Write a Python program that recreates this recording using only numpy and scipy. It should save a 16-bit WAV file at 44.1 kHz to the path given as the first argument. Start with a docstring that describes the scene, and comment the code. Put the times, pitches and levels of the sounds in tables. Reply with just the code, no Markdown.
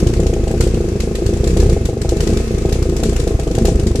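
"""A rapid, spitting flutter of knocks and puffs: a flame pulsing about 28 times a second in a glass jar
with a narrow opening, close by in a small room. Each pulse gulps air with a knock that rings jar and
room, then pushes out a low puff of gas that hisses through the opening. Hard pulses spit loudly and
leave a short sizzle. A low roar and a steady hiss lie underneath."""
import sys
import numpy as np
from scipy import signal
from scipy.fft import rfft, irfft, next_fast_len
from scipy.io import wavfile
from scipy.ndimage import uniform_filter1d

SR = 44100
rng = np.random.default_rng(int(sys.argv[2]) if len(sys.argv) > 2 else 0)


def generate_wav(sig):
    """Save sig (samples, or channels by samples) to the path in sys.argv[1] as 16-bit PCM at SR."""
    pcm = np.round(np.clip(np.atleast_2d(sig).T, -1, 1) * 32767).astype(np.int16)
    wavfile.write(sys.argv[1], SR, pcm)


N = 176400
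TIME = np.arange(N) / SR

# hard pulses (time [s], hiss [dB], puff [dB], knock [dB])
HARD_PULSES = [(0.004, -27, -10, -15), (0.034, -36, -9, -5), (0.072, -24, -6, -11), (0.103, -36, -11, -14),
               (0.139, -27, -9, -14), (0.203, -28, -7, -4), (0.269, -25, -4, -9), (0.338, -29, -12, -8),
               (0.372, -39, -12, -9), (0.404, -40, -11, -8), (0.48, -28, -6, -10), (0.515, -30, -12, -9),
               (0.547, -38, -12, -9), (0.61, -18, -3, -7), (0.675, -29, -6, -6), (0.746, -29, -7, -8),
               (0.812, -38, -12, -10), (0.889, -32, -14, -10), (0.963, -40, -15, -9), (1.006, -22, -9, -14),
               (1.156, -25, -10, -12), (1.229, -38, -12, -8), (1.266, -24, -6, -13), (1.299, -38, -13, -6),
               (1.338, -30, -10, -10), (1.444, -27, -10, -8), (1.477, -23, -6, -8), (1.507, -31, -9, -9),
               (1.573, -24, -5, -4), (1.603, -22, -2, -11), (1.635, -28, -4, -10), (1.665, -32, -5, -9),
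               (1.699, -25, -5, -5), (1.731, -27, -4, -6), (1.857, -24, -7, -17), (2.019, -25, -11, -18),
               (2.094, -23, -5, -19), (2.129, -35, -12, -4), (2.171, -29, -12, -11), (2.208, -21, -7, -12),
               (2.237, -29, -4, -14), (2.276, -23, -11, -9), (2.303, -33, -8, -6), (2.335, -32, -6, -10),
               (2.374, -24, -9, -12), (2.585, -30, -8, -14), (2.658, -34, -13, -7), (2.695, -29, -10, -13),
               (2.728, -22, -7, -10), (2.828, -26, -9, -16), (2.897, -30, -11, -9), (2.968, -24, -8, -19),
               (3.037, -20, -7, -8), (3.064, -35, -11, -8), (3.096, -27, -6, -13), (3.166, -24, -5, -18),
               (3.202, -24, -9, -13), (3.278, -25, -6, -6), (3.316, -38, -8, -8), (3.351, -40, -6, -11),
               (3.399, -27, -12, -10), (3.435, -34, -8, -12), (3.477, -32, -7, -8), (3.515, -29, -12, -12),
               (3.553, -24, -8, -14), (3.587, -27, -12, -6), (3.623, -33, -10, -7), (3.656, -18, -3, -7),
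               (3.69, -29, -9, -7), (3.758, -32, -7, -9), (3.799, -27, -5, -15), (3.872, -25, -9, -6),
               (3.959, -24, -9, -9)]
# strength of the ordinary pulses (time [s], puff [dB], knock [dB])
EFFORT = [(0, -9, -8), (.28, -9.5, -13), (.45, -8, -13), (.8, -13.5, -12), (1.12, -16, -13.5),
          (1.3, -8.5, -13.5), (1.65, -12.5, -9.5), (1.95, -13.5, -12.5), (2.3, -13, -10.5),
          (2.52, -10.5, -14), (2.8, -13, -12), (3.15, -8, -13.5), (3.7, -16, -9.5), (4, -4.5, -12)]
# steady hiss envelope (time [s], level [dB])
WASH_LEVEL = [(0.0, -33), (0.36, -35.5), (0.67, -33.5), (1.1, -35.5), (1.37, -33.5), (1.62, -32),
              (1.97, -39), (2.31, -30.5), (2.9, -35), (3.15, -33.5), (3.36, -35), (3.74, -35.5),
              (4.0, -37.5)]
# drive of the upper knock modes (time [s], gain [dB])
UPPER_DRIVE = [(0, -7), (.5, 4), (.62, -11.5), (.95, -3), (1.2, -5), (1.3, -0.5), (1.42, -2), (3.2, 0),
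               (3.35, 2.5), (3.7, 3.5), (4, -2)]
# glassy rings (time [s], frequency [Hz], level [dB])
PINGS = [(0.611, 1420, -32.5), (1.603, 1710, -34), (2.276, 1970, -38), (3.656, 3470, -36)]

# resonances (frequency [Hz], level [dB], t60 [s])
WASH_MODES = [(1074, -10.5, 0.42), (1260, -4.5, 0.16), (1856, -17, 0.12), (2137, -2.5, 0.24),
              (2326, -0.5, 0.25), (2547, -1, 0.17), (2616, 13.5, 0.021)]  # in the steady hiss
BOOM_MODES = [(30, -21, .3), (62, -11.5, .12), (96, -19, .14)]  # low booms, driven by puffs: the flame's own pulsing near 30 Hz, and higher ones
KNOCK_MODES = [(184, -16, 0.12), (224.8, -34, 0.4), (344, -17, 0.2), (370.6, -17.5, 0.23),
               (402.3, -19, 0.23), (448, -16, 0.11), (480, -20.5, 0.039), (501, -15.5, 0.065),
               (655.2, -14, 0.065), (780, -28, 0.15)]  # jar and room, driven by knocks

# noise spectra (frequency [Hz], relative level [dB])
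WASH_SPECTRUM = [(300, 19), (1000, 6), (1700, 5.5), (2600, -0.5), (3200, 0.5), (4500, 1), (6500, 2),
                 (8000, -1.5), (9500, -5.5), (12000, -10), (14500, -20)]  # steady hiss
ROAR_SPECTRUM = [(20, -16), (45, -0.5), (110, 2), (170, -3), (260, 0.5), (340, -0.5), (500, -4.5),
                 (590, -64.5), (670, -16), (780, -36.5), (1000, -34.5), (2000, -45), (5000, -80)]  # burning
JET_SPECTRUM = [(300, -14), (900, 5.5), (1300, 2), (2000, 2.5), (3500, 2), (5500, 1.5), (7500, 4),
                (9500, -6), (12000, -7.5), (14500, -36)]  # gas through the opening
SNAP_SPECTRUM = [(1000, -4), (7000, 4), (14500, -5)]  # onset of a spit
SIZZLE_SPECTRUM = [(300, -13), (1000, -11.5), (2500, -2.5), (4000, -3), (6000, -2), (7800, -1),
                   (9500, -7.5), (12000, -16), (14500, -56)]  # tail of a spit

# response of the jar's body (frequency [Hz], gain [dB])
JAR_BODY = [(170, 4.5), (205, -2), (228, 5.5), (250, -12.5), (272, -2.5), (525, 0), (572, -2), (612, -9.5),
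            (652, 3.5), (725, -2), (780, 8.5), (950, 0), (1200, 5.5)]
# stereo balance (frequency [Hz], left minus right [dB])
BALANCE = [(60, 0), (200, 0), (370, 1.5), (680, 2), (1240, -.8), (2100, -2), (2800, .5), (4200, 5.5),
           (7000, 6.5), (9500, 3.5), (11000, 0), (13000, -6), (14500, 0)]

PULSE_HZ, JITTER_S, SCATTER_DB, MAX_PULSES = 27.3, 0.0006, 1.2, 200
JET_RISE_S, JET_FALL_S = 0.0024, 0.0069


def amp(db):
    """Decibels to gain."""
    return 10 ** (np.asarray(db) / 20)


def unit(x):
    """Scale to rms 1."""
    return x / np.sqrt(np.mean(x ** 2) + 1e-20)


def colour(x, curve):
    """Minimum-phase filter from (frequency [Hz], gain [dB]) points."""
    hz, db = np.transpose(curve)
    size = 2 * next_fast_len((N + SR // 4) // 2)
    bins_hz = abs(np.fft.fftfreq(size, 1 / SR))
    log_gain = np.log(amp(np.interp(np.log(bins_hz + 1), np.log(hz), db)))
    response = np.exp(np.conj(signal.hilbert(log_gain))[:size // 2 + 1])
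    return irfft(rfft(x, size) * response, size)[..., :N]


def stereo(a, b, correlation):
    """Correlated left/right pair from two independent noises."""
    return np.array([a, correlation * a + np.sqrt(1 - correlation ** 2) * b])


def noise(spectrum, correlation):
    """Coloured stereo noise, rms 1."""
    a, b = rng.standard_normal((2, N))
    return unit(colour(stereo(a, b, correlation), spectrum))


def patchy(x, patch_hz=900, patch_s=0.035, depth_db=2.2):
    """Random time-frequency patches give each burst its own colour."""
    hz, t, spectrum = signal.stft(x, SR, nperseg=256)
    field = rng.standard_normal((len(t), len(hz)))
    field = uniform_filter1d(field, round(patch_s / t[1]), axis=0)
    field = uniform_filter1d(field, round(patch_hz / hz[1]), axis=1)
    _, patched = signal.istft(spectrum * amp(depth_db * unit(field).T), SR, nperseg=256)
    return unit(patched[:, :N])


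def bell(t, sigma_s):
    """Gaussian bump at t = 0."""
    return np.exp(-0.5 * (t / sigma_s) ** 2)


def burst(t, rise_s, fall_s):
    """Gaussian rise to t = 0, exponential fall."""
    return bell(np.minimum(t, 0), rise_s) * np.exp(-np.maximum(t, 0) / fall_s)


def train(times_s, levels_db, shape):
    """Sum of shape(t) at each time and level."""
    out = np.zeros(N)
    for at_s, gain in zip(times_s, amp(levels_db)):
        centre = int(at_s * SR)
        near = slice(max(0, centre - SR // 25), max(0, centre + SR // 4))
        out[near] += gain * shape(TIME[near] - at_s)
    return out


def ring(x, modes):
    """Drive a bank of decaying modes with x."""
    t = TIME[:SR // 2]
    response = sum(amp(db - 60 * t / t60_s) * np.cos(2 * np.pi * hz * t) for hz, db, t60_s in modes)
    return signal.fftconvolve(x, response)[:N]


def room(x, correlation, t60_s=0.078, build_s=0.013):
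    """Short diffuse stereo tail of the small room."""
    t = TIME[:SR // 2]
    envelope = amp(-60 * t / t60_s) * np.minimum(t / build_s, 1)
    a, b = rng.standard_normal((2, len(t))) * envelope
    tails = stereo(a, b, correlation) / np.linalg.norm(a)
    return signal.fftconvolve(np.atleast_2d(x), tails, axes=1)[:, :N]


def wall_echo(x, delay_s=0.0171, gain_db=-10):
    """One reflection off a nearby wall."""
    return amp(gain_db) * np.interp(TIME - delay_s, TIME, x, left=0)


def wash(hollow_db=-13):
    """Steady gas hiss with faint hollow resonances."""
    air = noise(WASH_SPECTRUM, correlation=0.011)
    hollow = unit(np.array([ring(side, WASH_MODES) for side in air]))
    level_db = np.interp(TIME, *np.transpose(WASH_LEVEL))
    return amp(level_db) * (air + amp(hollow_db) * hollow)


def roar(times_s, sigma_s=0.0065, gain_db=-7):
    """Turbulent burning: follows the flame's effort, swells with each pulse."""
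    effort_s, _, knock_db = np.transpose(EFFORT)
    swell = train(times_s, np.interp(times_s, effort_s, knock_db),
                  lambda t: bell(t, sigma_s) + 0.32 * bell(t - 2 * sigma_s, 2 * sigma_s))
    return amp(gain_db) * swell * noise(ROAR_SPECTRUM, correlation=1)


def pings(fall_s=0.02):
    """Short glassy rings on a few hard spits."""
    return sum(train([at_s], [db], lambda t: burst(t, JET_RISE_S, fall_s) * np.sin(2 * np.pi * hz * t))
               for at_s, hz, db in PINGS)


def sizzle_envelope(times_s, hiss_db, lag_s=0.013, rise_s=0.0014, fall_s=0.037):
    """Tail of each spit: grows 1.38 dB per dB of hiss; overlaps add in power."""
    def power(t):
        return (np.clip(t / rise_s, 0, 1) * np.exp(-np.maximum(t, 0) / fall_s)) ** 2

    sizzle_db = 1.38 * hiss_db - 2
    return np.sqrt(train(times_s + lag_s, 2 * sizzle_db, power))


def jet(times_s, hiss_db, gain_db=-0.4, snap_lead_s=0.0012, room_db=-11.5, correlation=0.048):
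    """Gas hisses through the opening at each puff; hard pulses also snap and sizzle."""
    hard_s, hard_db = np.transpose(HARD_PULSES)[:2]
    hiss = train(times_s, hiss_db + gain_db, lambda t: burst(t, JET_RISE_S, JET_FALL_S))
    snap_db = 2 * hard_db + 17
    snap = train(hard_s - snap_lead_s, snap_db, lambda t: burst(t, rise_s=0.0004, fall_s=0.003))
    gas = hiss * patchy(noise(JET_SPECTRUM, correlation))
    gas += snap * noise(SNAP_SPECTRUM, correlation)
    gas += sizzle_envelope(hard_s, hard_db) * noise(SIZZLE_SPECTRUM, correlation)
    return gas + amp(room_db) * room(gas, correlation=0)


def puffs(times_s, puff_db, gain_db=-4, sigma_s=0.0024, draw_lead_s=0.0062, rebound_lag_s=0.0105):
    """Gas is drawn in, pushed out and drawn in again; low booms ring along."""
    def breath(t):
        draw = 0.55 * bell(t + draw_lead_s, sigma_s=0.003)
        rebound = 0.22 * bell(t - rebound_lag_s, sigma_s=0.0035)
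        return bell(t, sigma_s) - draw - rebound

    push = train(times_s, puff_db + gain_db, breath)
    return push + ring(push, BOOM_MODES) / (sigma_s * SR)


def knocks(times_s, knock_db, gain_db=-1, lead_s=0.0066, sigma_s=0.0005, upper_hz=580, ring_db=5):
    """A gulp of air, sharper or duller, rings jar and room just before each puff."""
    early, dull = rng.standard_normal((MAX_PULSES, 2))[:len(times_s)].T
    gulps_s = times_s - lead_s - JITTER_S * early
    widths_s = sigma_s * np.exp(0.15 * dull)
    gulp = np.zeros(N)
    for at_s, db, width_s in zip(gulps_s, knock_db + gain_db, widths_s):
        gulp -= train([at_s], [db], lambda t: bell(t, width_s) - 0.5 * bell(t, 2 * width_s))
    upper_drive = amp(np.interp(TIME, *np.transpose(UPPER_DRIVE)))
    lower = ring(gulp, [mode for mode in KNOCK_MODES if mode[0] < upper_hz])
    upper = ring(gulp * upper_drive, [mode for mode in KNOCK_MODES if mode[0] >= upper_hz])
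    return gulp + amp(ring_db) * (lower + upper) / (sigma_s * SR)


def flame_pulses(hiss_re_puff_db=-25):
    """Hard pulses plus ordinary ones in the gaps: (time [s], hiss [dB], puff [dB], knock [dB])."""
    hard = np.transpose(HARD_PULSES)
    edges_s = np.append(hard[0], hard[0, -1] + 2 / PULSE_HZ)
    times_s = np.concatenate([np.linspace(start, end, max(1, round((end - start) * PULSE_HZ)) + 1)[1:-1]
                              for start, end in zip(edges_s, edges_s[1:])])
    effort_s, puff_db, knock_db = np.transpose(EFFORT)
    puff_db = np.interp(times_s, effort_s, puff_db)
    knock_db = np.interp(times_s, effort_s, knock_db)
    levels_db = np.array([puff_db + hiss_re_puff_db, puff_db, knock_db])
    scatter = rng.standard_normal((MAX_PULSES, 4))[:len(times_s)].T
    ordinary = np.vstack([times_s + JITTER_S * scatter[0], levels_db + SCATTER_DB * scatter[1:]])
    return np.hstack([hard, ordinary])


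def scene(knock_room_db=-13):
    """Pulsing jar in its room; hiss brighter on the left."""
    times_s, hiss_db, puff_db, knock_db = flame_pulses()
    knock = knocks(times_s, knock_db)
    reflections = wall_echo(knock) + amp(knock_room_db) * room(knock, correlation=1)
    burning = colour(knock + reflections + roar(times_s), JAR_BODY)
    mix = puffs(times_s, puff_db) + burning + jet(times_s, hiss_db) + pings() + wash()
    return np.array([colour(side, [(hz, sign * db / 2) for hz, db in BALANCE])
                     for side, sign in zip(mix, (1, -1))])


def record(dry, highpass_hz=10, lowpass_hz=14600):
    """Bass roll-off, soft clip at full scale, band limit."""
    x = signal.sosfilt(signal.butter(1, highpass_hz, "highpass", fs=SR, output="sos"), dry)
    clipped = x / (1 + x ** 6) ** (1 / 6)
    lowpass = signal.firwin(511, lowpass_hz, window=("kaiser", 9), fs=SR)
    return signal.oaconvolve(clipped, lowpass[None], "same")


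dry = scene()
out = record(dry)
generate_wav(out)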